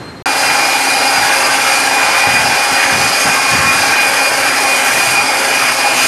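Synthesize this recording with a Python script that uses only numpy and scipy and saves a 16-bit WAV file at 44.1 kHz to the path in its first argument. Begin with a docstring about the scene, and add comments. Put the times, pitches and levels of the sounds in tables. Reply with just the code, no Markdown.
"""A hard-walled room where a large diesel generator set runs at governed speed, heard by a moving microphone.
A duller, quieter spot with a thin whistle opens; after a short silence we stand close beside the engine.
Noise driven by random piston and valve knocks makes its roar and clatter, and gear harmonics sing with one
piercing whine. Low tones hum, cooling air hisses as shaped noise, narrow bands of noise swell for a moment,
and gusts of low-pitched noise buffet the microphone."""
import sys
import numpy as np
from scipy import signal
from scipy.fft import rfft, irfft, next_fast_len
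from scipy.io import wavfile
from scipy.ndimage import map_coordinates

SR = 44100
rng = np.random.default_rng(int(sys.argv[2]) if len(sys.argv) > 2 else 0)


def to_wav(sig):
    """Store sig (one row per channel, or 1-D mono) as 16-bit WAV at the path in sys.argv[1].

    Samples outside -1..1 are clipped; the rate is SR.
    """
    pcm = np.clip(np.atleast_2d(sig), -1, 1) * 32767
    pcm = np.round(pcm).astype(np.int16)
    wavfile.write(sys.argv[1], SR, pcm.T)  # frames by channels


N = 267687
TIME = np.arange(N) / SR

# what reaches the moving microphone, before each layer's trim:
# (time [s], casing boom level [dB], air hiss level [dB])
EXPOSURE = [(0.3, -17.5, -21), (0.39, -19, -20), (1.63, -18, -19), (1.87, -22, -18.5), (1.88, -17, -19.5),
            (3.13, -20.5, -18.5), (3.21, -26, -17), (3.28, -18.5, -18.5), (3.66, -25, -19.5),
            (3.85, -19, -17), (3.97, -20.5, -20), (5.84, -23, -20), (5.86, -17, -20.5), (6.05, -27, -16)]


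def undb(db):
    """Decibels to gain."""
    return 10 ** (np.asarray(db) / 20)


def unit(x):
    """Scale to rms 1."""
    return x / np.sqrt(np.mean(np.abs(x) ** 2))


def curve(table, axis=1):
    """One column of a table of (time, ..) rows, joined by straight lines."""
    rows = np.array(table)
    return np.interp(TIME, rows[:, 0], rows[:, axis])


def noise():
    """White noise."""
    return rng.standard_normal(N)


def colour(x, spectrum, modes=()):
    """Filter by a broad spectrum with resonances standing on it; rms 1."""
    size = next_fast_len(N)
    f = np.arange(size // 2 + 1) * SR / size
    hz, db = np.transpose(spectrum)
    gain_db = np.interp(np.log(f + 1), np.log(hz), db)  # the 1 Hz offset avoids log(0)
    for centre, width, lift in modes:
        gain_db = gain_db + lift / (1 + (2 * (f - centre) / width) ** 2)
    filtered = irfft(rfft(x, size) * undb(gain_db), size)
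    return unit(filtered[:N])


def walk(rate):
    """Smooth random motion through `rate` new random points a second; rms 1."""
    steps = rng.standard_normal(4096)
    coarse = TIME[::32]
    motion = map_coordinates(steps, [coarse * rate + 2], order=3, mode="wrap")
    return unit(np.interp(TIME, coarse, motion))


def room_tone(phase, diffuse, rate):
    """A tone plus its reflections, whose sum drifts in strength and phase; `diffuse` is their power share."""
    share = np.clip(diffuse, 0, 1)
    echoes = walk(rate) * np.cos(phase) + walk(rate) * np.sin(phase)
    return np.sqrt(2 * (1 - share)) * np.sin(phase) + np.sqrt(share) * echoes


def knocks(rate, depth, ring_s):
    """Noise whose power jumps at random knocks and dies away over ring_s, above an even wash."""
    hits = (rng.random(N) < rate / SR) * undb(2 * rng.standard_normal(N))
    energy = signal.lfilter([1], [1, -np.exp(-1 / (ring_s * SR))], hits)
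    return noise() * np.sqrt(1 + depth * energy / energy.mean())


def standing_waves(x, patchy_db, patch_hz, patch_s):
    """Narrow bands rise and sink as the microphone moves through the room's interference pattern."""
    f, t, frames = signal.stft(x, SR, nperseg=2048)
    field = rng.standard_normal((512, 128))
    position = np.meshgrid(f / patch_hz, t / patch_s, indexing="ij")
    pattern = unit(map_coordinates(field, position, order=3, mode="wrap"))
    shaded = signal.istft(frames * undb(patchy_db * pattern), SR)[1]
    return unit(shaded[:N])


def far_spot():
    """A duller, quieter machine roar from filtered noise, with a thin whistle and its faint octave."""
    # roar spectrum: (frequency [Hz], relative level [dB])
    roar_spectrum = [(18, -86), (30, -54), (82, -7), (129, -6), (224, -11), (303, -7), (399, -10),
                     (453, -13), (1800, -19), (3220, -29.5), (4240, -29), (4570, -33), (12200, -44)]
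    # roar strength: (time [s], level [dB])
    roar_level = [(0, -27.5), (0.1, -30), (0.22, -32.5)]
    # whistle strength: (time [s], level [dB])
    whistle_level = [(0, -45), (0.05, -39), (0.09, -37), (0.14, -54), (0.175, -40), (0.195, -53),
                     (0.21, -48)]
    whistle_hz = 4171

    roar = undb(curve(roar_level)) * colour(noise(), roar_spectrum)
    phase = 2 * np.pi * whistle_hz * TIME
    whistle = room_tone(phase, diffuse=0.05, rate=41)
    octave = undb(-15) * room_tone(2 * phase, diffuse=0.5, rate=90)
    return roar + undb(curve(whistle_level)) * (whistle + octave)


def draught():
    """Air stirs at the microphone; each gust rises quickly, sags and dies away, and strong ones thud higher."""
    # gusts: (time of full strength [s], hold before release [s], level before trim [dB])
    gusts = [(1.18, 0.062, -31), (2.274, 0.172, -28), (2.437, 0.1, -30), (2.713, 0.03, -31),
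             (2.839, 0.041, -35), (2.92, 0.14, -25.5), (3.076, 0.044, -32), (3.258, 0.055, -27),
             (3.521, 0.128, -24.5), (3.647, 0.06, -26), (3.758, 0.064, -30), (3.882, 0.035, -29.5)]
    # low buffeting: (frequency [Hz], relative level [dB])
    buffet_spectrum = [(25, -28), (50, -19), (85, -3.5), (125, -0.5), (165, -4), (260, -2.5), (420, -25),
                       (1200, -48)]
    # higher thud of strong gusts: (frequency [Hz], relative level [dB])
    body_spectrum = [(70, -30), (150, 0), (200, -4), (300, -6), (600, -37)]
    breeze_db, breeze_swing_db, breeze_per_s = -43.5, 3.5, 9  # stirring air between the gusts
    gust_trim_db, sag_db_per_s = 0.8, 13
    attack_s, release_s = 0.012, 0.02
    body_db, body_at_db = -4.5, -22  # thud relative to the buffeting, for a push of body_at_db

    push = undb(breeze_db + breeze_swing_db * walk(breeze_per_s))
    for start, length, db in gusts:
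        age = np.maximum(TIME - start, 0)
        rise = np.clip((TIME - start) / attack_s + 1, 0, 1)
        fall = np.exp(-np.maximum(age - length, 0) / release_s)
        gust = undb(db + gust_trim_db - sag_db_per_s * age) * rise * fall
        push = np.maximum(push, gust)
    body = undb(body_db) * push / undb(body_at_db)
    return push * (colour(noise(), buffet_spectrum) + body * colour(noise(), body_spectrum))


def hum():
    """Steady low tones of the set waver in the room and grow toward the alternator end."""
    # tones: (frequency [Hz], level before nearness [dB])
    hum_tones = [(129, -44.5), (253, -40.5), (655, -37), (1003, -40)]
    # nearness of the alternator end: (time [s], gain [dB])
    nearness = [(0.26, -3.5), (2, -2.5), (4.6, -1.5), (5.3, -0.5), (6.07, 5.5)]
    tones = np.zeros(N)
    for hz, db in hum_tones:
        tones += undb(db) * room_tone(2 * np.pi * hz * TIME, diffuse=0.3, rate=6)
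    return undb(curve(nearness)) * tones


def cooling_air():
    """Turbulent hiss of fan and intake with a fine rattle in it; its top follows the microphone's facing."""
    # hiss spectrum: (frequency [Hz], relative level [dB])
    air_spectrum = [(1200, -36), (2550, 1.5), (2900, -1), (3200, -3), (3750, -2), (4200, 2), (5400, 2),
                    (6600, 1.5), (7300, -1), (8050, -3), (9600, -2.5), (10600, -1.5), (12300, -5.5)]
    # duct resonances: (centre [Hz], width [Hz], lift [dB])
    air_modes = [(4820, 360, 4.9), (8530, 270, 4.1), (8940, 520, 5.7)]
    # treble as the microphone turns: (time [s], gain above the shading edge [dB])
    facing = [(0.26, -1.5), (0.8, 0), (2.4, -1.5), (3.5, -1), (3.75, -1.5), (3.96, -4), (4.02, 1.5),
              (4.5, 0), (4.9, 3), (5.12, 2.5), (5.17, -1), (5.35, -1), (5.55, 0.5), (6.07, -0.5)]
    shade_edge_hz = 6700
    trim_db, flicker_db = 1.72, 0.63

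    hiss = colour(knocks(rate=410, depth=0.15, ring_s=0.0017), air_spectrum, air_modes)
    hiss = standing_waves(hiss, patchy_db=2.0, patch_hz=109.3, patch_s=0.14)
    highpass = signal.butter(4, shade_edge_hz, "high", fs=SR, output="sos")
    top = signal.sosfiltfilt(highpass, hiss)
    shaded = hiss + (undb(curve(facing)) - 1) * top
    return undb(curve(EXPOSURE, axis=2) + trim_db + flicker_db * walk(45)) * shaded


def swells():
    """Narrow bands of noise, near gear harmonics or in the clatter and treble, swell for a moment."""
    # swells: (peak time [s], half length [s], centre [Hz], width [Hz], level at peak [dB])
    band_swells = [(0.854, 0.31, 4150, 600, -27), (1.33, 0.066, 1640, 70, -21), (2.08, .094, 1017, 40, -25),
                   (2.8, 0.05, 1910, 180, -18.5), (3.526, .11, 1086, 22, -19),
                   (4.223, 0.17, 548, 100, -25.5), (5.326, 0.1, 867, 25, -24.5),
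                   (6.027, 0.099, 2690, 500, -18.5)]
    out = np.zeros(N)
    for peak_s, half_s, hz, width, db in band_swells:
        edges = [hz - width / 2, hz + width / 2]
        band = signal.butter(2, edges, "band", fs=SR, output="sos")
        swell = np.exp(-0.5 * ((TIME - peak_s) / half_s) ** 2)
        out += undb(db) * swell * unit(signal.sosfilt(band, noise()))
    return out


def whine(phase):
    """One piercing harmonic fades in and out; quick flutter roughens it, and its octave twice as much."""
    # swelling as the microphone moves through standing waves: (time [s], level before trim [dB])
    tone_level = [(0.27, -24), (0.82, -21), (1.48, -28.5), (2.35, -19), (2.44, -24.5), (3.67, -20),
                  (3.7, -15), (3.78, -27), (4.07, -16), (4.13, -29), (4.25, -17), (4.37, -34),
                  (4.74, -16.5), (4.81, -25), (5.18, -18), (5.31, -26.5), (5.95, -20), (6.05, -22)]
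    # the flickering octave: (time [s], level before trim [dB])
    octave_level = [(0.26, -27.5), (0.8, -26.5), (1.4, -25), (1.8, -36), (2.4, -26.5), (3.7, -30),
                    (5.5, -30), (6.07, -29)]
    trim_db, octave_trim_db = 1.5, 1.5
    fade_depth_db, fades_per_s, fade_scatter = 3, 5.5, 0.299

    flutter_hz = 3 * walk(25) + 4.57 * walk(130)
    phase = phase + 2 * np.pi * np.cumsum(flutter_hz) / SR
    fades = np.cumsum(fades_per_s * (1 + fade_scatter * walk(10))) / SR
    fading = unit(undb(fade_depth_db * np.sin(2 * np.pi * fades)))
    tone = undb(curve(tone_level) + trim_db) * fading * room_tone(phase, diffuse=0.033, rate=37)
    octave = undb(curve(octave_level) + octave_trim_db) * room_tone(2 * phase, diffuse=0.7, rate=35)
    return tone + octave


def gears():
    """Mesh harmonics on one shaft, each wavering among its own reflections."""
    # gear train speed: (time [s], mesh rate before jitter [Hz])
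    mesh_rate = [(0.26, 269.7), (0.75, 270.5), (1.2, 271.3), (2.3, 271.6), (3.0, 271.5), (3.9, 271.9),
                 (5.1, 271.5), (6.07, 271.7)]
    # harmonics: (multiple of the mesh rate, level [dB])
    gear_orders = [(1, -37), (2, -32), (3, -30), (4, -34), (5, -31.5), (6, -31.5), (7, -36), (8, -33),
                   (10, -35), (12, -41), (13, -39.5), (15, -39), (16, -41), (19, -35), (21, -39.5),
                   (24, -40), (28, -45)]
    whine_order = 9

    mesh_hz = curve(mesh_rate) * (1 + 0.0004 * walk(14))
    phase = 2 * np.pi * np.cumsum(mesh_hz) / SR
    out = whine(whine_order * phase)
    for multiple, db in gear_orders:
        start = rng.uniform(0, 2 * np.pi)
        harmonic = room_tone(multiple * phase + start, diffuse=0.66, rate=7 + 0.4 * multiple)
        out = out + undb(db) * harmonic
    return out


def engine():
    """Knocks shake the block (rumble), a large casing (boom) and the covers (clatter)."""
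    # block, casing and cover spectra: (frequency [Hz], relative level [dB])
    rumble_spectrum = [(30, -54), (60, -15.5), (120, -17), (200, -9), (280, 0), (420, 2), (560, 4),
                       (750, 4), (1100, -19), (3000, -50)]
    boom_spectrum = [(450, -35.5), (640, -10), (740, -2), (815, 5.5), (880, -1.5), (960, -4), (1300, -35)]
    clatter_spectrum = [(400, -42), (800, -6), (1050, -1), (1400, 1), (2100, -0.5), (2450, 2), (2530, -8.5),
                        (2620, -7.5), (2900, -6), (3400, -11.5), (4500, -34), (9000, -41)]
    # cover resonances: (centre [Hz], width [Hz], lift [dB])
    clatter_modes = [(1563, 82, 4), (2520, 470, 1.5), (2690, 130, 3)]
    # strength of the covers: (time [s], level before trim [dB])
    clatter_level = [(0.3, -18), (0.41, -19), (0.44, -15.5), (1.1, -18.5), (1.31, -14), (1.52, -17.5),
                     (1.63, -15), (1.92, -18), (2.03, -15.5), (2.73, -17.5), (2.78, -15.5), (2.97, -18),
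                     (3.49, -16.5), (5.52, -16.5), (5.7, -13.5), (5.74, -18.5), (5.99, -17.5), (6.05, -17)]
    boom_trim_db, clatter_trim_db = -0.6, 1.18

    heavy = knocks(rate=160, depth=0.55, ring_s=0.0053)
    rumble = undb(-25.0 + 0.71 * walk(6)) * colour(heavy, rumble_spectrum)

    medium = knocks(rate=240, depth=0.53, ring_s=0.0056)
    boom = undb(curve(EXPOSURE, axis=1) + boom_trim_db) * colour(medium, boom_spectrum)

    sharp = knocks(rate=330, depth=0.99, ring_s=0.012)
    covers = colour(sharp, clatter_spectrum, clatter_modes)
    covers = standing_waves(covers, patchy_db=2.1, patch_hz=69.4, patch_s=0.16)
    clatter = undb(curve(clatter_level) + clatter_trim_db) * covers
    return rumble + boom + clatter


def scene():
    """The quiet spot, a short silence, then close beside the engine; one microphone feeds both channels."""
    quiet_end_s, close_start_s = 0.2245, 0.2578
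    close = draught() + hum() + cooling_air() + swells() + gears() + engine()
    mono = far_spot() * (TIME < quiet_end_s) + close * (TIME >= close_start_s)
    return np.array([mono, mono])


def record(dry):
    """Round the highest peaks smoothly, then cut the top with a steep low-pass."""
    top_hz = 12380
    rounded = dry / (1 + np.abs(dry) ** 8) ** (1 / 8)
    lowpass = signal.ellip(14, 0.1, 90, top_hz, fs=SR, output="sos")  # 0.1 dB ripple, 90 dB rejection
    return signal.sosfilt(lowpass, rounded)


dry = scene()
out = record(dry)
to_wav(out)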